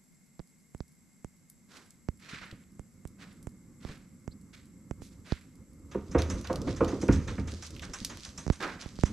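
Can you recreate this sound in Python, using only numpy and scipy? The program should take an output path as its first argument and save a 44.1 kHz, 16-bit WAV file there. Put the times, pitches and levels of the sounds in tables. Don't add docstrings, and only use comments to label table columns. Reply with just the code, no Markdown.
import sys
import numpy as np
from scipy import signal
from scipy.fft import rfft, irfft, next_fast_len
from scipy.io import wavfile

SR = 44100
rng = np.random.default_rng(int(sys.argv[2]) if len(sys.argv) > 2 else 0)


def pcm_store(signal):
    levels = np.round(np.clip(np.atleast_2d(signal), -1, 1) * 32767)
    wavfile.write(sys.argv[1], SR, levels.astype(np.int16).T)


N = 402531
T = np.arange(N) / SR
HZ = np.fft.rfftfreq(N, 1 / SR)


def amp(db):
    return 10 ** (np.asarray(db) / 20)


def unit(x):
    return x / np.sqrt(np.mean(x ** 2) + 1e-20)


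def read(points, hz):
    f, value = np.transpose(points)
    return np.interp(np.log(hz + 1), np.log(f + 1), value)


def curve(rows, axis=1):
    rows = np.array(rows)
    return np.interp(T, rows[:, 0], rows[:, axis])


def add(mix, s, sound):
    part = mix[:, round(s * SR):][:, :sound.shape[1]]
    part += sound[:, :part.shape[1]]


def colour(x, points, tilt_db=0):
    hz = np.fft.rfftfreq(x.shape[-1], 1 / SR)
    gain_db = read(points, hz) + tilt_db * np.log2(hz / SR + 0.00094)
    return irfft(rfft(x) * amp(gain_db), x.shape[-1])


def pair(x, side):
    return np.array([x[0] + side * x[1], x[0] - side * x[1]])


def noise(size, side):
    return pair(rng.standard_normal((2, size)), side)


def pan(db):
    return amp([[db / 2], [-db / 2]])


def wander(per_s, size=N):
    padded = next_fast_len(size)
    hz = np.fft.rfftfreq(padded, 1 / SR)
    spectrum = rfft(rng.standard_normal(size), padded) / (1 + (hz / per_s) ** 4)
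    return unit(irfft(spectrum, padded)[:size])


def burst(t, rise, fade, tail_db, tail_fade):
    return np.minimum(t / rise, 1) * (np.exp(-t / fade) + amp(tail_db) * np.exp(-t / tail_fade))


# pitch_hz, level_db
AIR_SPECTRUM = [(25, -12), (100, -15), (150, 4), (235, 2), (280, -10.5), (600, -21), (1200, -24),
                (2000, -22.5), (3200, -32), (6000, -22.5), (7500, -21.5), (9000, -27.5), (12000, -26.5),
                (14500, -63)]
# pitch_hz, width_hz, level_db
AIR_WHISTLES = [(2125, 126, -80), (7655, 270, -73.5), (11500, 950, -84.5)]


def air():
    hiss = amp(-63.5) * unit(colour(noise(N, side=0.61), AIR_SPECTRUM))
    for hz, width, db in AIR_WHISTLES:
        resonance = (1 + (2 * (HZ - hz) / width) ** 2) ** 0.86
        hiss = hiss + amp(db) * unit(irfft(rfft(noise(N, side=0.19)) / resonance, N))
    return hiss


# pitch_hz, level_db
DRIP_SPECTRUM = [(2000, -27), (5000, -4), (8000, -2), (11000, 2), (14500, -18)]
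DRIPS_PER_S, DRIPS_DB = 12, -81.5


def drips(size_db=4.0, fade=0.00076):
    t = np.arange(SR // 20) / SR
    sizes = amp(size_db * np.minimum(rng.exponential(1, N), 2.5))
    falls = (rng.random(N) < DRIPS_PER_S / SR) * sizes
    tick = noise(len(t), side=0.2) * burst(t, 0.00014, fade, -15, .012)
    ticks = signal.oaconvolve(falls[None], tick, axes=1)[:, :N]
    return amp(DRIPS_DB) * unit(colour(ticks, DRIP_SPECTRUM))


# pitch_hz, level_db, t60_s
HOUSING_MODES = [(80, 0, .65), (105, -6, .45), (199, 1, .4), (240, -8, .35), (274, 3, .3), (340, -2, .25),
                 (394, -9, .2), (460, -6, .2), (518, 1.5, .24), (565, -8, .18), (707, -14, .3),
                 (928, -10, .33), (625, -16, .2), (800, -19, .2), (1038, -15, .27), (1110, -17, .25),
                 (1191, -16, .35), (1285, -16, .27), (1458, -11, .3), (1604, -15, .27), (1900, -19, .25),
                 (2110, -22, .3), (2321, -24, .25)]
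# time_s, level_db
ROLL_LEVEL = [(0.0, -81), (3.4, -55.5), (5.76, -59), (6.2, -42.5), (6.32, -35.5), (6.73, -35.5),
              (6.99, -39), (7.34, -40.5), (7.57, -46.5), (8.84, -56), (9.12, -49.5)]
# pitch_hz, level_db
SLAB_SPECTRUM = [(15, -49), (25, -15), (92, -6.5), (135, -7.5), (190, -2.5), (273, -9.5), (471, -28.5),
                 (525, -23.5), (652, -41.5), (1190, -32.5), (1900, -42), (2470, -64), (4180, -120)]
# pitch_hz, level_db
APRON_SPECTRUM = [(25, -8), (50, 7.5), (80, 8.5), (130, 0.5), (200, 1.5), (300, -1), (420, -10.5),
                  (520, -7), (750, -28.5), (1300, -19), (3000, -94)]
# time_s, share (0-1)
APRON_COLOUR_SHARE = [(4.8, 0), (6.1, 0.99), (7.5, 1), (8.2, 0.99), (9.1, 0.35)]


def rolling(level_db=3.0, uneven_db=1.5, tumble_db=2.0):
    apron_share = np.clip(curve(APRON_COLOUR_SHARE), 0, 1)
    panels = 1 + sum(amp(db - 10.5) / (1 + ((HZ - hz) / 10) ** 2) for hz, db, _ in HOUSING_MODES)
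    shake = irfft(rfft(noise(N, side=0.099)) * panels, N)
    slab_rumble = np.sqrt(1 - apron_share) * unit(colour(shake, SLAB_SPECTRUM))
    apron_rumble = amp(-5.0) * np.sqrt(apron_share) * unit(colour(shake, APRON_SPECTRUM))
    strength = amp(curve(ROLL_LEVEL) + level_db)
    unevenness = amp((uneven_db + tumble_db * apron_share) * wander(8.2))
    return (slab_rumble + apron_rumble) * strength * unevenness * pan(-1.8)


# start_s, push_level_db, tick_level_db, tick_pitch_hz
CAMERA_DROPS = [(0.393, -30.5, -61, 4400), (0.399, -32, -79, 7450), (0.747, -30, -63, 7140),
                (0.804, -25, -55.5, 4500), (1.245, -27, -55, 6900), (2.086, -18.5, -56, 5030),
                (2.794, -30, -58, 7100), (3.052, -28.5, -62, 7100), (3.47, -26, -55.5, 7150),
                (3.849, -25, -60, 3560), (4.277, -24.5, -57.5, 5900), (4.91, -21, -56.5, 5970),
                (5.019, -31.5, -66, 7400), (5.321, -14.5, -45, 4000), (8.465, -21.5, -54, 5400),
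                (8.478, -20, -47, 5560), (8.5, -10, -52, 4100), (8.859, -28, -61, 4050),
                (8.988, -25, -55, 4500), (9.035, -7.5, -42, 6200)]


def knocks(start_hz=520, end_hz=32, sag=0.0024, rise=0.0025, fade=0.0054,
           wobble_hz=75, wobble_db=-29, wobble_fade=0.025):
    out, t = np.zeros((2, N)), np.arange(SR // 10) / SR
    for s, db, tick_db, tick_hz in CAMERA_DROPS:
        size = np.exp(.06 * rng.standard_normal())
        turns = end_hz * t + (start_hz - end_hz) / size * sag * (1 - np.exp(-t / (sag * size)))
        push = np.sin(2 * np.pi * turns) * (1 - np.exp(-t / rise)) * np.exp(-t / (fade * size))
        push -= 0.73 * np.sin(2 * np.pi * 900 * t) * np.exp(-t / 0.00016)
        push -= amp(wobble_db) * np.sin(2 * np.pi * wobble_hz * t) * np.exp(-t / wobble_fade)
        age = t * tick_hz * 2.56
        tick = -np.sin(2 * np.pi * tick_hz * t) * age ** 2 * np.exp(-age)
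        placed_push = pan(-10.5) * amp(db + 3.0) * push
        placed_tick = pan(-1.2) * amp(tick_db + 24.5) * tick
        add(out, s + 0.00092, placed_push + placed_tick)
    return out


# start_s, level_db, pitch_hz
GRIT_SNAPS = [(1.4995, -35.5, 11050), (1.9063, -39.5, 7520), (2.513, -34.5, 3300), (3.0744, -42, 8100),
              (3.4274, -41.5, 9100), (6.22, -20, 4130), (6.4126, -34.5, 6440), (6.4726, -28.5, 3700),
              (6.5294, -29.5, 5400), (6.5582, -26, 4700), (6.6174, -28.5, 5200), (6.8458, -27, 3670),
              (7.0817, -31, 5270), (7.5135, -39.5, 7400), (7.6663, -33, 5840), (7.7068, -37.5, 5500),
              (7.7643, -35, 2630), (7.795, -31, 2930), (8.0482, -14.5, 5330), (8.2064, -34, 4650),
              (8.6266, -25.5, 3180)]


def snaps():
    out, t = np.zeros((2, N)), np.arange(SR // 8) / SR
    for s, db, hz in GRIT_SNAPS:
        crack = noise(len(t), side=0.28) * burst(t, .0001, 0.0016, -16, 0.021)
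        crack = colour(crack, [(hz / 5, -26), (hz / 1.71, -7), (hz, 0), (hz * 1.6, -9), (hz * 3, -22)])
        add(out, s, amp(db - 2.5) * crack / abs(crack).max())
    return out * pan(-1.9)


# start_s, level_db, rise_s, brightness_db_per_octave, dull_weight_db (against the scuff)
SHOE_SCUFFS = [(1.68, -56.5, 0.093, 6.5, -0.5), (2.19, -50.5, 0.12, 2, -9), (2.311, -45, 0.042, -1.5, -31),
               (2.412, -46, 0.0025, -2, -8.5), (3.18, -54, 0.047, 2.5, -3.5), (3.80, -55, 0.076, 5.5, -2),
               (3.885, -53.5, 0.0045, -0.5, -5), (4.529, -56.5, 0.0043, 4, -10),
               (5.01, -56, 0.025, 11.5, -25), (5.242, -53.5, .04, 4, -5), (5.296, -51, 0.0046, 1, -11),
               (8.60, -44.5, .008, 2.5, 7.5), (8.622, -38, 0.014, -1.5, 2)]
# pitch_hz, level_db
SOLE_SPECTRUM = [(200, -7.5), (450, -21), (800, -16), (1300, 1.5), (2200, 2.5), (2900, -4.5), (4200, -5.5),
                 (7000, -15), (9000, -23.5), (12500, -33), (15000, -63)]
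SCUFF_FADE_S = 0.067


def steps():
    out, t = np.zeros((2, N)), np.arange(SR * 3 // 4) / SR
    for s, db, rise, bright_db, weight_db in SHOE_SCUFFS:
        slide = np.minimum(t / rise, 1) ** 0.78 * np.exp(-np.maximum(t - rise, 0) / SCUFF_FADE_S)
        grain_db = 1.65 * np.repeat(rng.standard_normal(len(t) // 64 + 1), 64)[:len(t)]
        grains = noise(len(t), side=0.39) * amp(grain_db)
        grains *= amp(2.2 * wander(44, size=len(t)))
        scrape = unit(colour(grains, SOLE_SPECTRUM, bright_db))
        weight = unit(colour(noise(len(t), side=0.11),
                             [(120, -18.5), (300, -3.5), (800, -10.5), (1500, -5.5), (4000, -47)]))
        add(out, s, amp(db) * slide * (scrape + amp(weight_db) * weight) * pan(-3.5))
    return out


# start_s, level_db
SOFT_THUDS = [(2.329, -35), (2.521, -32.5), (3.889, -27.5), (7.318, -46), (7.468, -27), (7.53, -26.5),
              (7.733, -48), (7.891, -26), (8.012, -29.5), (9.099, -24.5)]


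def thuds():
    out, t = np.zeros((2, N)), np.arange(SR // 2) / SR
    for s, db in SOFT_THUDS:
        thud = unit(colour(noise(len(t), side=0.078),
                           [(30, -1), (80, -1.5), (220, 1), (500, -13.5), (1200, -46), (4000, -61)]))
        add(out, s, amp(db - 6) * thud * burst(t, 0.0063, 0.012, -17.5, 0.059) * pan(-0.95))
    return out


# start_s, level_db, start_pitch_hz, end_pitch_hz
CASTOR_SQUEAK = (4.305, -58.5, 3950, 4700)
SQUEAK_S = .035


def squeak():
    s, db, start_hz, end_hz = CASTOR_SQUEAK
    out, size = np.zeros((2, N)), round(SQUEAK_S * SR)
    hz = np.linspace(start_hz, end_hz, size) * (1 + .08 * wander(700, size=size))
    chirp = np.hanning(size) * np.sin(2 * np.pi * np.cumsum(hz) / SR)
    add(out, s, amp(db) * chirp * pan(-3.0))
    return out


# pitch_hz, level_db
GRIT_SPECTRUM = [(500, -34), (900, -25), (1300, -0.5), (2600, 2.5), (5000, 8), (7000, 3.5), (9000, -5.5),
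                 (12000, -21), (14000, -30), (15000, -45)]
GRIT_START_S, GRIT_BUILD_S, GRIT_DB = 5.84, 0.85, -61.5


def grit():
    grain_gain = amp(4.5 * np.minimum(rng.exponential(1, (2, N)), 4))
    fine = (rng.random((2, N)) < 1500 / SR) * rng.standard_normal((2, N)) * grain_gain
    fizz = unit(colour(unit(pair(fine, side=0.56)) + amp(6.0) * noise(N, side=0.57), GRIT_SPECTRUM))
    coarse = (rng.random((2, N)) < 32 / SR) * rng.uniform(.3, 1, (2, N))
    cracks = unit(colour(pair(coarse, side=0.14), [(1200, -26), (2600, -5.0), (4800, 2.0), (7000, -5.5),
                                                   (10000, -15.0), (14000, -37.0)]))
    strength = amp(GRIT_DB + 4.5 * wander(14.7))
    build = np.clip((T - GRIT_START_S) / GRIT_BUILD_S, 0, 1)
    return (amp(1) * fizz + amp(-2.5) * cracks) * strength * build * pan(-3.0)


# start_s, spray_level_db, sheet_level_db
HOUSING_DROPS = [(5.9123, -46, -43.5), (6.1126, -41, -47), (6.1823, -30, -31), (6.2979, -30, -35.5),
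                 (6.442, -43, -37.5), (6.6714, -42.5, -36), (6.762, -39, -41.5), (6.8775, -36.5, -38),
                 (7.0132, -32.5, -41), (7.123, -31.5, -35), (7.2748, -39, -33.5), (7.4729, -39, -40.5),
                 (7.6224, -36, -43), (7.8195, -39.5, -36.5), (7.9333, -29.5, -36.5), (8.095, -36.5, -37.5),
                 (8.2484, -37, -44.5), (8.376, -32.5, -41), (8.522, -39, -44), (8.8188, -41.5, -40.5),
                 (9.0523, -35, -39)]
# pitch_hz, level_db
SPRAY_SPECTRUM = [(2500, 1.5), (3500, -20.5), (5000, 0), (6200, 12.5), (7600, -6.5), (9000, -4),
                  (12000, -15), (15000, -82)]
# pitch_hz, level_db
SHEET_SPECTRUM = [(500, -4), (850, -2.5), (1150, 2), (1900, -0.5), (2700, -5.5), (4000, -6), (7000, -41)]


def splats(first_hz=5900, last_hz=7400, climb=0.024):
    out, t = np.zeros((2, N)), np.arange(SR // 3) / SR
    for s, db, ring_db in HOUSING_DROPS:
        hz = last_hz + (first_hz - last_hz) * np.exp(-t / climb)
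        hz *= 1 + 0.08 * rng.standard_normal()
        low = unit(colour(noise(len(t), side=0.074), [(1, -12.0), (350, -11), (900, 10), (2500, -33)]))
        sizzle = low * np.cos(2 * np.pi * np.cumsum(hz) / SR)
        spray = unit(colour(noise(len(t), side=0.15), SPRAY_SPECTRUM)) * burst(t, 0.0041, 0.015, -13.5, 0.15)
        spray += amp(0.5) * sizzle * burst(t, 0.00048, 0.02, -22, .04)
        sheet = unit(colour(noise(len(t), side=0.34), SHEET_SPECTRUM)) * burst(t, 0.0087, 0.024, -12.5, 0.11)
        add(out, s, amp(db - 10.5) * spray * pan(-1.6) + amp(ring_db - 6.5) * sheet * pan(-3.9))
    return out


# pitch_hz, level_db
DROP_SPECTRUM = [(70, 0), (200, -14), (560, -22), (1000, -20), (1800, -18)]
STRIKE_WIDTH_OCT, STRIKE_BELOW_DB_PER_OCT, STRIKE_ABOVE_DB_PER_OCT = 0.2, 6, 12


def jolt_gain(hz, strike_db, strike_hz, drop_db):
    octaves = np.log2(hz / strike_hz)
    slope_db = STRIKE_ABOVE_DB_PER_OCT if octaves > 0 else STRIKE_BELOW_DB_PER_OCT
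    strike = amp(strike_db - slope_db * (np.hypot(octaves, STRIKE_WIDTH_OCT) - STRIKE_WIDTH_OCT))
    return np.hypot(strike, amp(drop_db + read(DROP_SPECTRUM, hz)))


# start_s, strike_level_db, strike_pitch_hz, drop_level_db
WHEEL_BUMPS = [(5.945, -33, 378, -44), (6.146, -25, 450, -26), (6.496, -32, 574, -54),
               (6.669, -37.5, 395, -47), (6.805, -25, 503, -37), (6.925, -32, 304, -42),
               (7.026, -33, 323, -61), (7.084, -20.5, 250, -22), (7.379, -34, 199, -33)]
BAND_EDGES_HZ = [52, 130, 305, 420, 750, 1250, 2600]
# pitch_hz, t60_s
METAL_TAIL = [(60, 0.44), (200, 0.55), (500, 0.44), (1200, 0.49), (2400, 0.54)]


def bumps(strike_s=0.0027, boom_pan_db=-2.0, pan_db_per_oct=-0.1):
    out, t = np.zeros((2, N)), np.arange(SR) / SR
    for s, strike_db, strike_hz, drop_db in WHEEL_BUMPS:
        ring = np.zeros(SR)
        for hz, db, t60 in HOUSING_MODES:
            decay = amp(db + 2 * rng.standard_normal() - 60 * t / t60)
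            mode_hz = hz * (1 + 0.0071 * rng.standard_normal())
            ring += decay * np.sin(2 * np.pi * (mode_hz * t + rng.random()))
        hz, at, z = signal.stft(noise(SR, side=0.033), SR, nperseg=512)
        fading = z * amp(-60 * at / read(METAL_TAIL, hz)[:, None])
        tail = signal.istft(fading, SR, nperseg=512)[1][:, :SR]
        rattle = colour(tail, [(60, 14), (550, -1.0), (800, -10), (1500, -9), (2600, -14.0)])
        rattle *= 1 + amp(10) * np.exp(-t / 0.0073)
        rattle *= amp(1.4 * wander(30, size=SR))
        jolt = ring * (1 + amp(6.5) * np.exp(-t / 0.017)) + amp(13.5) * rattle
        jolt *= np.minimum(t / strike_s, 1)
        for lo, hi in zip(BAND_EDGES_HZ, BAND_EDGES_HZ[1:]):
            centre = np.sqrt(lo * hi)
            place = pan(boom_pan_db + pan_db_per_oct * np.log2(centre / HOUSING_MODES[0][0]))
            band = signal.sosfilt(signal.butter(3, [lo, hi], "band", fs=SR, output="sos"), jolt)
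            band = band / band[:, :SR // 20].std()
            add(out, s, band * jolt_gain(centre, strike_db, strike_hz, drop_db) * place)
    return out


SWING_DB, SWING_RISE_S, SWING_FADE_S, SWING_WAVER = 1, .06, 0.11, 0.083


def booming():
    out, t = np.zeros((2, N)), np.arange(SR) / SR
    for s, _, _, drop_db in WHEEL_BUMPS:
        hz = HOUSING_MODES[0][0] * (1 + SWING_WAVER * wander(41)[:SR])
        swell = np.minimum(t / SWING_RISE_S, 1) * np.exp(-t / SWING_FADE_S)
        swing = swell * np.sin(2 * np.pi * np.cumsum(hz) / SR)
        add(out, s, amp(drop_db + SWING_DB) * swing * pan(0.0068))
    return out


def scene():
    cart = bumps() + booming() + rolling() + grit() + snaps() + squeak()
    water = knocks() + splats() + drips()
    return cart + water + steps() + thuds() + air()


def record(dry, lag_s=.000011):
    left = irfft(rfft(dry[0]) * np.exp(-2j * np.pi * HZ * lag_s), N)
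    ports = np.array([left, dry[1]])
    low_pass = signal.firwin(61, 14100, window=("kaiser", 8), fs=SR)
    return signal.oaconvolve(ports, low_pass[None], "same", axes=1)


dry = scene()
out = record(dry)
pcm_store(out)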